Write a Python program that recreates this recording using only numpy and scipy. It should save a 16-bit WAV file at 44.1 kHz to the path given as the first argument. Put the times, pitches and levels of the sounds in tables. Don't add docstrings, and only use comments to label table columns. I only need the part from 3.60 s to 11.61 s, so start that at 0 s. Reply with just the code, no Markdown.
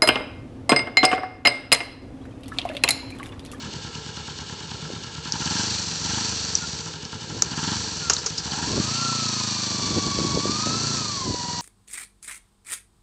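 import sys
import numpy as np
from scipy import signal
from scipy.fft import rfft, irfft
from scipy.io import wavfile
from scipy.ndimage import uniform_filter1d

SR = 44100
rng = np.random.default_rng(int(sys.argv[2]) if len(sys.argv) > 2 else 0)


def rack_gain(trim_db):
    fader = np.asarray(trim_db, float)
    return 10 ** (fader / 20)


def bounce(signal):
    frames = np.transpose(np.atleast_2d(signal))
    limited = np.clip(frames, -1, 1)
    pcm = np.round(limited * 32767).astype(np.int16)
    wavfile.write(sys.argv[1], SR, pcm)


N = 353241
TIME = np.arange(N) / SR


def rms_one(x):
    return x / np.sqrt(np.mean(x ** 2) + 1e-20)


def in_time(rows):
    return np.interp(TIME, *np.transpose(rows))


def high_pass(order, hz):
    return signal.butter(order, hz, "high", fs=SR, output="sos")


def band(x, low_hz, high_hz):
    return signal.sosfilt(signal.butter(2, [low_hz, high_hz], "band", fs=SR, output="sos"), x)


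def resonance(x, hz, width_hz):
    r = np.exp(-np.pi * width_hz / SR)
    poles = [1, -2 * r * np.cos(2 * np.pi * hz / SR), r * r]
    return signal.lfilter([(1 - r * r) / 2, 0, (r * r - 1) / 2], poles, x + 1e-18)


def body(x, modes):
    return sum(rack_gain(db) * resonance(x, hz, width_hz) for hz, width_hz, db in modes)


def coloured(x, points):
    hz, db = np.transpose(points)
    grid_hz = np.arange(N // 2 + 1) * SR / N + 1
    gain_db = np.interp(np.log(grid_hz), np.log(hz), db)
    return rms_one(irfft(rfft(x) * rack_gain(gain_db), N))


def drift(rate_hz):
    r = np.exp(-2 * np.pi * rate_hz / SR)
    wander = signal.lfilter([1], [1, -2 * r, r * r], rng.standard_normal(N + SR))
    return rms_one(wander[SR:])


def levelled(x, window_s):
    power = uniform_filter1d(x ** 2, int(window_s * SR), mode="reflect")
    return x / np.sqrt(power + 1e-12)


def crank_speed():
    # time in seconds, speed in cycles per second before the rounding.
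    speed_points = [(0.0, 9.28), (1.63, 9.11), (2.05, 27.41), (2.44, 20.67), (2.56, 27.35), (2.8, 25.41),
                    (3.44, 9.42), (3.94, 15.51), (4.17, 27.47), (4.76, 11.23), (4.98, 19.17), (5.38, 30.21),
                    (6.05, 25.42), (6.78, 24.25), (7.16, 28.76), (7.3, 29.93), (7.71, 21.13), (8.01, 20.87)]
    flywheel = int(.125 * SR)
    once = uniform_filter1d(in_time(speed_points), flywheel, mode="nearest")
    return uniform_filter1d(once, flywheel, mode="nearest")


def throttle():
    # opens in seconds, shuts in seconds, opening 0-1, time to open in seconds.
    twists = [
        (1.614, 2.023, 0.99, .12),
        (2.416, 2.59, 0.79, 0.014),
        (3.67, 3.84, 0, .06),
        (3.832, 4.125, 0.94, 0.067),
        (4.778, 5.047, 0.74, 0.069),
        (5.107, 7.357, 0.68, 0.093),
        (7.748, 8.2, 0.49, .08),
    ]
    shut_s = .1
    openings = []
    for opens, shuts, share, rise_s in twists:
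        opened = 1 - np.exp(-np.maximum(TIME - opens, 0) / rise_s)
        openings.append(share * opened * np.exp(-np.maximum(TIME - shuts, 0) / shut_s))
    return np.max(openings, axis=0)


def in_gear():
    return np.clip((TIME - 5.2) * 8, 0, 1)


def firings(cycles, scatter_db, second_db):
    kicks = np.zeros(N)
    for lag_cycles, level_db in ((0, 0), (.243, second_db)):
        at = np.flatnonzero(np.diff(np.floor(cycles - lag_cycles)) > 0)
        kicks[at] = rack_gain(level_db + scatter_db * rng.standard_normal(len(at)))
    return kicks


def puffs(kicks, decay_s):
    envelope = signal.lfilter([1], [1, -np.exp(-1 / (decay_s * SR))], kicks)
    return envelope * rng.standard_normal(N)


def doublets(kicks, width_s):
    t = np.arange(-400, 401) / SR / width_s - .6
    pulse = (t - .55 * (1 - t ** 2)) * np.exp(-t ** 2 / 2)
    return signal.fftconvolve(kicks, pulse, "same")


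def exhaust(cycles, speed):
    # chamber resonance in Hz, width in Hz, level in dB.
    silencer = [(75, 22, 1), (105, 30, -3), (152, 28, 0), (225, 40, -8), (320, 80, -9), (425, 60, -3)]
    loaded = in_gear()
    kicks = firings(cycles, scatter_db=1.8, second_db=2.0)
    clean = levelled(body(doublets(kicks, width_s=.0013), silencer), .3)
    turbulence = band(band(puffs(kicks, .12), 55, 500), 45, 560)
    blur = levelled(body(turbulence, silencer), .3)
    blur_share = np.interp(speed, [10, 18], [1, .8]) * (1 - .6 * loaded)
    gas = (clean + blur_share * blur) / np.sqrt(1 + blur_share ** 2)
    thin = band(gas, 85, 600)
    return (1 - loaded) * gas + rack_gain(-21) * loaded * thin


def casing(cycles):
    # cover resonance in Hz, width in Hz, level in dB.
    neutral_modes = [(872, 205, 4), (1344, 89, 0.5), (1613, 170, 1)]
    loaded_modes = [(995, 150, 3), (835, 260, 1.5), (1574, 460, -10)]
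    knock = puffs(firings(cycles + .03, scatter_db=1.5, second_db=-3.0), .015)
    oil = .4 * rng.standard_normal(N)
    shaken = band(knock + oil, 872, 1650)
    loaded = in_gear()
    return levelled((1 - loaded) * body(shaken, neutral_modes) + loaded * body(shaken, loaded_modes), 0.48)


def clatter(cycles, speed):
    # frequency in Hz, level in dB per Hz.
    idle_spectrum = [(1060, -36), (1800, -21.5), (1930, -26), (2200, -14), (2600, -15), (2920, -6.5),
                     (3180, -11), (3740, -8), (3940, -12), (4320, -4.5), (4860, -11), (5610, -11),
                     (7430, -15), (7930, -8), (8580, -4), (11200, -66), (18900, -120)]
    fast_spectrum = [(1060, -18.5), (1800, -15), (2000, -21), (2370, -15), (2920, -12), (3180, -13.5),
                     (3820, -10.5), (4210, -4.5), (4550, -3), (5050, -10.5), (5760, -4.5), (6780, -11.5),
                     (7290, -9.5), (7980, -7), (8580, 1), (11200, -67.5), (18900, -120)]
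    # share of the cycle after the first firing, swell in dB.
    valve_timing = [(0, -6), (.18, 1.5), (.27, -2), (.42, -3), (.53, -3.5), (.7, -2.5), (.85, -1), (1, 3.5)]
    sizes = rack_gain(0.83 * np.minimum(rng.exponential(1, N), 4)) * rng.choice([-1, 1], N)
    ticks = rms_one(sizes * (rng.random(N) < 120 * speed / SR))
    contacts = levelled(ticks, 0.024) + 1.53 * rng.standard_normal(N)
    fast = np.clip((speed - 10) / 5.4, 0, 1)
    timing_db = np.interp(cycles % 1, *np.transpose(valve_timing)) * (1 - 0.38 * fast)
    tone = (1 - fast) * coloured(contacts, idle_spectrum) + fast * coloured(contacts, fast_spectrum)
    return tone * rack_gain(timing_db + 0.76 * drift(37))


def shaded(x):
    held = np.clip(np.minimum(TIME - 3.17, 4.52 - TIME) * 5, 0, 1)
    shadow = np.clip((TIME - 4.9) * 0.14, 0, .8)
    x = x + 0.31 * in_gear() * resonance(x, 4400, 550)
    return rack_gain(-2 * held) * (x - shadow * resonance(x, 2710, 1400))


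def wind():
    # peak in seconds, level in dB, swell in seconds, lull in seconds.
    gusts = [(.08, -44, 0.27, .2), (1.3, -43.5, 0.23, 0.23), (3.7, -39.5, 0.037, .25),
             (5.199, -27.5, 0.19, 0.028), (6.3, -36, 0.26, 0.15), (6.38, -25.5, 0.023, 0.018),
             (6.474, -34, 0.039, 0.031), (6.7, -31.5, 0.23, 0.095), (6.775, -30, 0.037, 0.033),
             (6.85, -35.5, .05, 0.21), (7.07, -31, 0.02, 0.064), (7.15, -40, 0.04, .4),
             (7.68, -34, 0.041, 0.11), (7.6, -45.5, 0.41, 2.3)]
    # time in seconds, peak in dB, pitch in Hz.
    thumps = [(0.079, -26, 198), (.165, -31, 200), (1.303, -26, 408), (5.156, -24, 200), (5.201, -15, 250),
              (6.243, -25, 200), (6.309, -22, 250), (6.379, -16, 300), (6.468, -18, 250),
              (6.589, -16.5, 370), (6.604, -21, 300), (6.617, -18, 201), (6.65, -15, 248),
              (6.746, -22, 283), (6.775, -14.5, 400), (6.856, -17, 400), (6.897, -15.5, 255),
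              (7.071, -20.5, 456), (7.679, -20.5, 256), (7.745, -22.5, 400)]
    level = np.zeros(N)
    for s, db, swell_s, lull_s in gusts:
        away = np.maximum((s - TIME) / swell_s, (TIME - s) / lull_s)
        level += rack_gain(db - 18 * away ** 2)
    rumble = band(band(rng.standard_normal(N), 30, 330), 30, 800)
    out = level * rack_gain(3.0) * rms_one(rumble * rack_gain(3.0 * drift(40)))
    t = np.arange(-400, 400) / SR
    for s, db, hz in thumps:
        at = round(s * SR)
        out[at - 400:at + 400] -= rack_gain(db + 3) * np.sin(2 * np.pi * hz * t) * np.exp(-(t * hz * 1.9) ** 2)
    return out


def open_air():
    # frequency in Hz, level in dB.
    air_spectrum = [(40, -14), (80, 0), (200, -4), (500, -14), (1000, -18), (2000, -22), (4000, -20)]
    return rack_gain(-52) * coloured(rng.standard_normal(N), air_spectrum)


def intake(cycles):
    gulps = doublets(firings(cycles, scatter_db=1.2, second_db=-6.0), width_s=.00105)
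    return levelled(signal.sosfiltfilt(high_pass(2, 82), gulps), 0.93)


def bark(cycles):
    # air box resonance in Hz, width in Hz, level in dB.
    air_box = [(480, 200, 0), (680, 200, -4), (995, 45, 7)]
    return levelled(body(firings(cycles, scatter_db=1.5, second_db=2.5), air_box), .3)


def hiss(cycles):
    puff = puffs(firings(cycles, scatter_db=1.5, second_db=-2.0), .01)
    return levelled(resonance(puff, 3040, 400), .3)


def clicks():
    # time in seconds, peak in dB, ring in Hz, rattle length in seconds, body share in dB.
    contacts = [(1.7218, -5, 5600, .0011, -40), (2.9524, -2.5, 5700, .0011, -40),
                (3.451, -20, 5300, .001, -25), (3.8214, 1.5, 6100, .0011, -17),
                (4.4975, -1, 5800, .0055, -9), (4.5332, -9, 6050, .0035, -18),
                (4.5652, -12, 4200, .002, -16), (4.58, -20, 5000, .012, -14), (4.66, -10, 5900, .007, -12),
                (4.753, -26, 4500, .004, -20), (4.7785, -13, 4900, .007, -20)]
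    # gearbox resonance in Hz, width in Hz, level in dB.
    gearbox = [(452, 39, 2), (786, 290, -3), (1240, 220, -2), (2630, 310, -12)]
    out, t = np.zeros(N), np.arange(4000) / SR
    for s, db, hz, length_s, body_db in contacts:
        age = t / length_s
        shape = age ** .35 * np.exp(-age ** 1.2)
        shape = shape + rack_gain(-21) * np.minimum(age, 1) * np.exp(-age / 9.6)
        rattle = rng.standard_normal(len(t)) * shape
        ring = resonance(resonance(rattle, hz, 1300), hz, 2500)
        bright = ring + .25 * band(band(rattle, 4300, 9000), 3800, 9500)
        low, clank = body(rattle, gearbox), band(rattle, 900, 3000)
        low = low / abs(low).max() + rack_gain(-13) * clank / abs(clank).max()
        at = round(s * SR)
        out[at:at + len(t)] += rack_gain(db) * (bright / abs(bright).max() + rack_gain(body_db) * low)
    return out


def squeaks():
    # centre in seconds, level in dB, pitch in Hz, half length in seconds.
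    whistles = [
        (3.035, -33, 1415, 0.023),
        (4.464, -35, 1378, 0.051),
    ]
    out = np.zeros(N)
    for s, db, hz, half_s in whistles:
        t = TIME - s
        out += rack_gain(db) * np.exp(-(t / half_s) ** 2) * np.sin(2 * np.pi * (hz - 600 * t) * t)
    return out


def gear_whine(cycles):
    # time in seconds, mesh tone under load in dB.
    load = [(4.8, -86), (4.93, -41), (5.22, -46.5), (5.47, -33), (5.88, -48.5), (6.5, -38), (7.11, -35.5),
            (7.22, -42), (8.01, -38)]
    # teeth met per cycle, level in dB (overtones: in gear, throttle shut).
    mesh = [(46, 0), (36, -17)]
    overtones = [(92, -53), (138, -50)]
    beat = 2 * np.pi * cycles
    loaded = in_gear()
    load_db = in_time(load) + 5
    partials = [(teeth, rack_gain(load_db + db)) for teeth, db in mesh]
    overtone_db = 11 * throttle()
    partials += [(teeth, rack_gain(db + overtone_db) * loaded) for teeth, db in overtones]
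    tone = np.zeros(N)
    for teeth, level in partials:
        smear = (teeth / 46) ** 1.3 * .3 + 1.2 * (1 - loaded)
        wobble = .35 * np.sin(beat) + smear * drift(40)
        tone += level * rack_gain(1.5 * drift(30)) * np.sin(round(teeth) * beat + wobble)
    return rack_gain(2.5 * np.cos(beat - 2.2)) * tone


def scene():
    # dB at idle, dB per doubling of speed, dB at full throttle, dB once in gear.
    exhaust_law = (-39.5, 1, 0.5, 20.5)
    casing_law = (-44.5, -0.04, 10, -5)
    clatter_law = (-36, 7, 3, -1.5)
    intake_law = (-51, 2, 15.5, 1)
    bark_law = (-62, 1.5, 8, 9)
    hiss_law = (-57, -0.5, 20.5, -20)
    speed = crank_speed()
    cycles = -.305 + np.cumsum(speed) / SR
    idle_speed = 9.3
    drive = np.array([np.ones(N), np.log2(speed / idle_speed), throttle(), in_gear()])
    engine = rack_gain(exhaust_law @ drive) * exhaust(cycles, speed)
    engine += rack_gain(casing_law @ drive) * casing(cycles)
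    engine += rack_gain(clatter_law @ drive) * shaded(clatter(cycles, speed))
    engine += rack_gain(intake_law @ drive) * intake(cycles)
    engine -= rack_gain(bark_law @ drive) * bark(cycles)
    engine += rack_gain(hiss_law @ drive) * hiss(cycles)
    engine += gear_whine(cycles)
    return (engine + wind() + open_air() + clicks() + squeaks())[None]


def band_limit(x):
    return signal.sosfilt(signal.butter(12, 16600, fs=SR, output="sos"), x)


def record(dry):
    x = signal.sosfilt(high_pass(2, 68), dry)
    tripped = np.clip(np.minimum(TIME - 5.23, 6.22 - TIME) * 50, 0, 1)
    x = x + 0.46 * tripped * (signal.sosfiltfilt(high_pass(3, 80), x) - x)
    x = signal.sosfilt(signal.cheby2(12, 90, 9905, fs=SR, output="sos"), x)
    overload = .76
    return band_limit(np.clip(x, -overload, overload))


dry = scene()
out = record(dry)
bounce(out)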